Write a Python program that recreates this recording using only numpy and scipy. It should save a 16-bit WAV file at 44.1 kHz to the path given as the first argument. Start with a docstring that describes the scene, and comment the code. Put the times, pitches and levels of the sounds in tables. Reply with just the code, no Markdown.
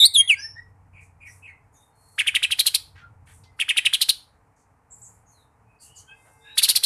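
"""A caged leafbird sings close to the microphone in a small hard-walled space: three loud slurred
whistles, then volleys of arched chips that rise and turn raspy, with soft twittering in between.
Its syrinx makes a near-sine whose overtones flare in the resonance of throat and beak; forcing
a chip lifts its pitch and breaks it into a rasp. Nearby walls echo every note. Far traffic rumbles
and hums underneath, and a faint distant tone is held near the end."""
import sys
import numpy as np
from scipy import signal
from scipy.fft import rfft, irfft
from scipy.io import wavfile
from scipy.ndimage import uniform_filter1d

SR = 44100
rng = np.random.default_rng(int(sys.argv[2]) if len(sys.argv) > 2 else 0)


def digitize_waveform(pressure):
    """Quantize a signal to 16-bit integers and store it at the path in sys.argv[1].

    Rows of a 2-D input are taken as channels; values are limited to [-1, 1].
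    """
    field = np.atleast_2d(pressure).T
    bounded = np.clip(field, -1, 1)
    quanta = np.round(bounded * 32767).astype(np.int16)
    wavfile.write(sys.argv[1], SR, quanta)


N = 302085
TIME = np.arange(N) / SR


# overtone strength leaving the bird's throat and beak: (frequency [Hz], level [dB])
THROAT = [(3500, -18), (5500, -29), (6500, -22), (8000, -14.5), (9000, -8), (9750, -4), (10400, -8),
          (12000, -23), (14500, -25.5)]

def syrinx(hz, overtone_db):
    """A near-sine whose overtones flare as they cross the resonance of throat and beak."""
    phase = 2 * np.pi * np.cumsum(hz) / SR
    out = np.sin(phase)
    for k in range(2, 6):
        db = curve(k * hz, THROAT) + overtone_db - 9 * max(k - 3, 0)
        out += undb(db) * (k * hz < SR / 2) * np.sin(k * phase)
    return np.sqrt(2) * out


# loud whistles, close to the microphone:
# (middle of slur [s], slur time [s], from [Hz], to [Hz], warble depth [Hz])
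WHISTLES = [(0.0558, 0.006, 3693, 4780, 134), (.146, .0095, 4650, 3237, 1), (0.301, 0.013, 3613, 2118, 1.5)]
# loudness and overtone strength of each whistle, as heard at the microphone:
# (time [s], level [dB], strongest overtone [dB re fundamental])
WHISTLE_LEVELS = [
    [(0.0, -13, -15), (0.018, -13, -16), (0.046, -7, -23.5), (0.062, -14, 4), (0.072, -24, -6.5)],
    [(0.135, -39, 2.5), (0.153, -16, -14), (0.165, -10.5, -17), (0.185, -21, 7.5), (0.207, -11.5, -8.5),
     (0.225, -31, -21.5)],
    [(0.275, -24, -20.5), (0.289, -29, -3.5), (0.301, -9.5, -22), (0.335, -21, -28.5), (0.348, -25, -25)],
]
# air in the whistles, heard at close range: (frequency [Hz], level [dB])
WHISTLE_AIR = [(300, -13), (2000, -9.5), (5000, -9), (8000, -7.5), (10500, -3), (13500, -7.5)]

def whistles(warble_hz=152, scatter=0.0053, slide_scatter=0.015, air_db=-36, gain_db=1.5):
    """Clean slurs with a trace of air; the first opens with a fast warble that dies as it slides."""
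    out = np.zeros(N)
    for (slur_s, slur_time, from_hz, to_hz, depth_hz), levels in zip(WHISTLES, WHISTLE_LEVELS):
        times, *columns = np.transpose(levels)
        t = np.arange(times[0], times[-1], 1 / SR)
        db, overtone_db = (np.interp(t, times, column) for column in columns)
        slid = 1 / (1 + np.exp((slur_s - t) / slur_time))
        jitter = (scatter + slide_scatter * 4 * slid * (1 - slid)) * wander(len(t), 640)
        warble = depth_hz * (1 - slid) * np.sin(2 * np.pi * warble_hz * t)
        hz = between((from_hz, to_hz), slid) * (1 + jitter) + warble
        strongest_db = np.maximum(curve(2 * hz, THROAT), curve(3 * hz, THROAT))
        tone = syrinx(hz, overtone_db - strongest_db)
        air = undb(air_db) * unit(colour(rng.standard_normal(len(t)), WHISTLE_AIR))
        add(out, times[0], (tone + air) * undb(db + gain_db) * signal.windows.tukey(len(t), .08))
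    return out


# the arch of every chip, at the bird: (time from top [chip lengths], pitch [share of top], level [dB])
ARCH = [(-.42, 0.2818, -23), (-.26, .46, -10), (-.13, .71, -3.5), (0, 0.98, -3.5), (.11, .83, -0.5),
        (.25, .62, -1.5), (.4, .49, -3), (0.57, .42, -20.5)]

def arch(length, force, rasp, depth, flutter_db=7, forced_fade_db=16):
    """One fluttering sweep up and down, unsteady as it starts; tone and turbulence ring the throat."""
    top_hz = between((3592, 4837), force ** .65)  # the pitch answers force early, the throat late
    throat_hz = between((2640, 4730), force ** 2.03)
    place, share, db = np.transpose(ARCH)
    u = np.arange(place[0], place[-1], 1 / (length * SR))
    sweep = uniform_filter1d(np.interp(u, place, 1 - depth * (1 - share)), size=100)
    scatter = 0.015 + 0.105 * rasp + .32 * np.maximum(-u, 0)
    hz = top_hz * sweep * (1 + scatter * wander(len(u), 1350))
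    turbulence = undb(-3) * rasp * unit(ring(rng.standard_normal(len(u)), throat_hz, width_hz=1800))
    fade_db = forced_fade_db * force * np.maximum(u, 0)  # a forced chip spends its breath early
    gain = undb(np.interp(u, place, db) - fade_db + flutter_db * np.tanh(wander(len(u), 280)))
    source = (syrinx(hz, overtone_db=5) + turbulence) * gain
    return ring(source, throat_hz, width_hz=750) + undb(-11) * source


# three volleys from the cage, close up: (time of top [s], length [s], force [0-1], level [dB])
CHIPS = [ (2.195, 0.04, 0, -15.5), (2.276, 0.034, 0.07, -16), (2.355, .031, 0.2, -13.5),
         (2.435, 0.033, 0.26, -15.5), (2.517, 0.032, .4, -14.5), (2.598, 0.031, 0.84, -13.5),
         (2.669, 0.032, 0.86, -13), (2.75, .026, 0.86, -14), (3.606, 0.041, 0.06, -17.5),
         (3.695, 0.037, 0.08, -16), (3.776, 0.032, 0.23, -13), (3.858, 0.029, 0.27, -13),
         (3.94, .030, 0.53, -13.5), (4.019, .028, .82, -12.5), (4.095, 0.026, 0.86, -12.5),
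         (6.584, .031, .74, -11.5), (6.636, 0.049, 0.9, -13.5), (6.695, 0.045, 0.95, -13.5),
         (6.762, 0.031, .95, -13.5), (6.842, 0.037, 0.87, -15.5)]
# the puff of air in each chip: (time from top [chip lengths], level [dB])
CHIP_AIR = [(-1, -42), (-0.37, -28), (-0.13, -5), (-0.08, -.5), (0.13, -1.5), (0.42, -9.5), (0.5, -32)]
# hiss of the rasp at close range: (frequency [Hz], level [dB])
RASP = [(200, -29.5), (900, -20), (2000, -19.5), (4500, 7.5), (6500, -3.5), (8000, 1.5), (9800, 9.5),
        (11500, 0.5), (14000, -11)]
# shrill edge of the most forced chips: (frequency [Hz], level [dB])
SHRILL = [(5000, -52.5), (8000, -21.5), (12500, 13), (14500, -21)]

def chips(second_lag=.08, second_stretch=1.15):
    """Both sides of the syrinx sweep, the second slower and shallower; force adds a shrill rasp."""
    voice, hiss_gain, shrill_gain = np.zeros((3, N))
    lead = ARCH[0][0]
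    for top_s, length, force, db in CHIPS:
        rasp = undb(between((-21.5, -3), force))
        first = arch(length, force, rasp, depth=.99)
        add(voice, top_s + lead * length, undb(db) * first)
        second = arch(second_stretch * length, force, rasp, depth=.76)
        second *= 2 * np.linspace(0, 1, len(second)) ** 1.41  # swells late to carry the chip's end
        add(voice, top_s + (second_lag + lead * second_stretch) * length, undb(db - 4) * second)
        u = np.arange(CHIP_AIR[0][0], CHIP_AIR[-1][0], 1 / (length * SR))
        air = rasp * undb(db + curve(u, CHIP_AIR) + 2 * wander(len(u), 700))
        add(hiss_gain, top_s + u[0] * length, air)
        add(shrill_gain, top_s + u[0] * length, air * rasp)
    hiss = hiss_gain * unit(colour(rng.standard_normal(N), RASP))
    shrill = shrill_gain * unit(colour(rng.standard_normal(N), SHRILL))
    return undb(-0.55) * voice + undb(3.5) * hiss + undb(-1) * shrill


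# soft notes, faint at the microphone:
# (start [s], length [s], from [Hz], to [Hz], level [dB], pitch scatter [share])
TWITTERS = [ (0, 0.069, 2340, 2050, -41.5, 0.027), (0.189, 0.054, 2395, 1904, -39, 0.024),
            (.35, 0.13, 1560, 1870, -44.5, 0.011), (0.359, .08, 4674, 5200, -44.5, 0.009),
            (0.379, 0.046, 5500, 6180, -43.5, 0.026), (.412, 0.062, 5130, 5503, -33.5, .012),
            (0.46, 0.069, 5460, 5370, -48.5, .015), (0.552, 0.06, 1775, 1970, -44, 0.016),
            (0.927, .11, 2484, 2245, -50.5, 0.059), (1.202, 0.049, 2398, 2427, -45.5, 0.04),
            (1.252, 0.043, 2370, 1897, -45, 0.084), (1.259, 0.074, 5730, 5640, -58, 0.047),
            (1.419, 0.071, 2500, 2570, -45.5, 0.042), (1.464, 0.054, 2220, 2040, -44.5, 0.053),
            (1.73, 0.06, 6670, 6320, -61.5, 0.044), (1.743, 0.13, 3604, 3680, -67, 0.013),
            (1.913, 0.38, 4280, 4300, -67.5, 0.011), (3.017, 0.042, 1378, 1390, -48, 0.017),
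            (3.446, .081, 2066, 2020, -62, 0.0048), (4.901, .062, 7480, 7450, -46, 0.036),
            (5.012, 0.038, 7280, 7950, -44, 0.035), (5.036, 0.056, 6890, 7380, -48, 0.053),
            (5.255, .086, 6710, 6400, -61.5, 0.039), (5.316, .13, 4440, 3500, -65.5, .013),
            (5.786, 0.066, 4800, 4330, -59, 0.035), (5.659, .13, 2510, 2504, -67, 0.017),
            (5.799, 0.25, 2720, 3030, -62, 0.033), (5.956, 0.044, 7420, 5750, -47, 0.048),
            (5.943, .075, 4940, 4220, -60, 0.066), (6.067, .06, 3070, 3280, -56, 0.018),
            (6.082, 0.077, 2550, 2584, -52.5, 0.016), (6.059, 0.089, 1488, 1636, -59.5, .008),
            (6.402, 0.28, 3600, 4047, -50.5, 0.013), (6.439, 0.12, 2590, 2600, -54.5, 0.054),
            (6.431, 0.11, 1618, 1754, -54.5, 0.023)]

def twitters(bow_share=0.0084):
    """Quiet gliding notes, some pure and some hoarse, each bowing slightly upward in its middle."""
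    out = np.zeros(N)
    for start, length, from_hz, to_hz, db, scatter in TWITTERS:
        u = np.linspace(0, 1, int(length * SR))
        bow = np.sin(np.pi * u)
        hz = between((from_hz, to_hz), u) * (1 + bow_share * bow + scatter * wander(len(u), 230))
        add(out, start, syrinx(hz, overtone_db=-12) * undb(db) * bow)
    return out


# hissy notes and rustles in the same space: (start [s], length [s], centre [Hz], level [dB])
RUSTLES = [(1.004, 0.088, 8000, -65.5), (1.244, .19, 8980, -60), (1.719, .21, 9400, -68.5),
           (1.94, 0.82, 9300, -64.5), (2.95, .085, 1900, -57), (3.262, 0.085, 1980, -59.5),
           (3.256, 0.21, 8840, -62), (3.435, 0.028, 4060, -60.5), (4.56, .093, 7120, -70),
           (4.911, 0.34, 9260, -64.5), (5.275, .21, 9500, -71), (5.798, .115, 8500, -52.5),
           (5.947, 0.084, 8500, -55.5), (6.136, 0.43, 9000, -67), (6.248, 0.057, 695, -59.5)]

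def rustles(flicker_db=2.7):
    """Short, faint swells of hiss; the higher the band, the wider it is."""
    out = np.zeros(N)
    for start, length, hz, db in RUSTLES:
        u = np.linspace(0, 1, int(length * SR))
        width_hz = 3960 * np.sqrt(hz / 9000)
        band = unit(ring(ring(rng.standard_normal(len(u)), hz, width_hz), hz, width_hz))
        add(out, start, band * undb(db + flicker_db * wander(len(u), 90)) * np.sin(np.pi * u ** 0.61))
    return out


# echoes from surfaces near the cage and microphone: (delay [s], level [dB])
ECHOES = [(.0031, -14), (.0062, -19), (.0098, -19)]
# reverberation of the small hard-walled space: (frequency [Hz], level [dB])
REVERB = [(300, -3), (1500, 7), (2600, -3.5), (4300, -0.5), (6500, -1), (9500, -4), (14000, -6)]

def room(x, scatter_db, scatter_t60, reverb_db, reverb_t60):
    """The walls return a few distinct echoes, a diffuse scatter and a short coloured reverberation."""
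    t = TIME[:SR]
    scatter = rng.standard_normal(SR) * undb(-60 * t / scatter_t60) * (t > .002)
    reverb = colour(rng.standard_normal(SR), REVERB) * undb(-60 * t / reverb_t60) * (t > .012)
    response = (undb(scatter_db) * unit(scatter) + undb(reverb_db) * unit(reverb)) / np.sqrt(SR)
    response[0] += 1  # the direct path
    for delay, db in ECHOES:
        response[int(delay * SR)] += undb(db)
    return signal.fftconvolve(x, response)[:N]


# traffic passing far off: (middle [s], length [s], engine pitch [Hz], hum [dB], rumble [dB])
TRAFFIC = [(.9, 1.85, 92.4, -56.5, -59.5), (2.404, .8, 89.5, -65, -61.5), (3.164, 0.84, 89.7, -56, -55),
           (5.08, 0.57, 112, -60.5, -76), (5.65, 0.17, 112, -61.5, -76.5), (5.93, .3, 86, -69, -65)]
# the ambience of the place, at the microphone: (frequency [Hz], level [dB])
AMBIENCE = [(25, -18.5), (42, -3), (60, -2.5), (105, 3), (200, -17), (300, -15.5), (372, -27.5),
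            (440, -11.5), (540, -20.5), (850, -11), (1400, -20.5), (2300, -28), (3500, -46.5), (9000, -38),
            (14000, -49.5)]

def traffic_rumble(floor_db=-64.5, split_hz=220):
    """A low rumble that surges with the traffic, under the faint wash of the surroundings."""
    noise = colour(rng.standard_normal(N), AMBIENCE)
    low, wash = (unit(signal.sosfilt(signal.butter(4, split_hz, kind, fs=SR, output="sos"), noise))
                 for kind in ("low", "high"))
    surge = drift(15)
    passing_power = sum((undb(db) * swell(middle, length)) ** 2 for middle, length, _, _, db in TRAFFIC)
    low_gain = np.sqrt(undb(floor_db) ** 2 + passing_power) * undb(2 * surge)
    return low * low_gain + wash * undb(floor_db + 0.74 * surge)


def engines(waver):
    """Far engines hum unevenly, each with a weaker partial below and above its pitch."""
    out = np.zeros(N)
    for middle, length, hz, db, _ in TRAFFIC:
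        phase = 2 * np.pi * np.cumsum(hz * (1 + 0.025 * waver)) / SR
        hum = np.sin(phase) + undb(-12) * (np.sin(phase * 2 / 3) + np.sin(phase * 5 / 3))
        out += undb(db) * swell(middle, length) * hum
    return np.sqrt(2) * out


# partials of a held tone, far from the microphone: (frequency [Hz], level [dB])
FAR_TONE = [(452, -68), (861, -62.5), (1572, -68), (2094, -68), (2622, -73), (3666, -81), (4727, -82),
            (5250, -85), (5780, -85), (6830, -84), (7360, -82)]

def far_tone(waver, flicker_db=3):
    """A faint wavering tone swells for a moment, each partial flickering on its own."""
    out = np.zeros(N)
    for hz, db in FAR_TONE:
        phase = 2 * np.pi * np.cumsum(hz * (1 + 0.00596 * waver)) / SR
        out += undb(db + flicker_db * np.roll(waver, rng.integers(N))) * np.sin(phase)
    return np.sqrt(2) * out * swell(middle_s=6.485, length_s=0.86)


def undb(db):
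    """Decibels to gain."""
    return 10 ** (np.asarray(db) / 20)


def unit(x):
    """Scale to rms 1."""
    return x / np.sqrt(np.mean(x ** 2))


def add(out, start, x):
    """Mix x into out from a time in s."""
    i = max(int(start * SR), 0)
    out[i:i + len(x)] += x[:max(N - i, 0)]


def between(ends, share):
    """The value a share of the way from one end to the other."""
    return ends[0] + (ends[1] - ends[0]) * share


def curve(x, points):
    """The value at x on straight lines through the points."""
    return np.interp(x, *np.transpose(points))


def colour(x, points):
    """Shape a sound by (frequency [Hz], level [dB]) points."""
    hz, db = np.transpose(points)
    f = np.maximum(np.fft.rfftfreq(len(x), 1 / SR), 1)
    return irfft(rfft(x) * undb(np.interp(np.log(f), np.log(hz), db)), len(x))


def ring(x, hz, width_hz):
    """A single resonance with gain 1 at its centre."""
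    return signal.lfilter(*signal.iirpeak(hz, hz / width_hz, fs=SR), x)


def swell(middle_s, length_s):
    """A rounded rise and fall of gain, 0 outside its length."""
    return np.maximum(1 - (2 * (TIME - middle_s) / length_s) ** 2, 0) ** .75


def wander(count, hz):
    """Smooth random motion of spread 1 for one note, moving at up to hz."""
    lowpass = signal.butter(2, hz, fs=SR, output="sos")
    return unit(signal.sosfilt(lowpass, rng.standard_normal(SR)))[-count:]


def drift(hz):
    """Slow random motion of spread 1 for the whole scene, moving at up to hz."""
    return unit(colour(rng.standard_normal(N), [(hz, 0), (6 * hz, -60), (60 * hz, -120)]))


def scene():
    """One microphone: the bird close by in its room, the traffic and the held tone far behind."""
    song = room(whistles(), scatter_db=-18.5, scatter_t60=.09, reverb_db=-21, reverb_t60=.31)
    volleys = room(chips(), scatter_db=-11.5, scatter_t60=.07, reverb_db=-18, reverb_t60=.3)
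    soft = room(twitters() + rustles(), scatter_db=-2, scatter_t60=.3, reverb_db=-5.5, reverb_t60=.062)
    bird = undb(-0.9) * song + undb(-1.5) * (volleys + soft)
    rumble = traffic_rumble()
    waver = drift(4)
    return (bird + rumble + engines(waver) + undb(-2) * far_tone(waver))[None]


def record(dry, ceiling=.7, top_hz=14400):
    """The recorder rounds the loudest peaks and cuts the highest treble."""
    rounded = dry / (1 + (dry / ceiling) ** 8) ** (1 / 8)
    return signal.sosfilt(signal.ellip(12, .2, 80, top_hz, fs=SR, output="sos"), rounded)


dry = scene()
out = record(dry)
digitize_waveform(out)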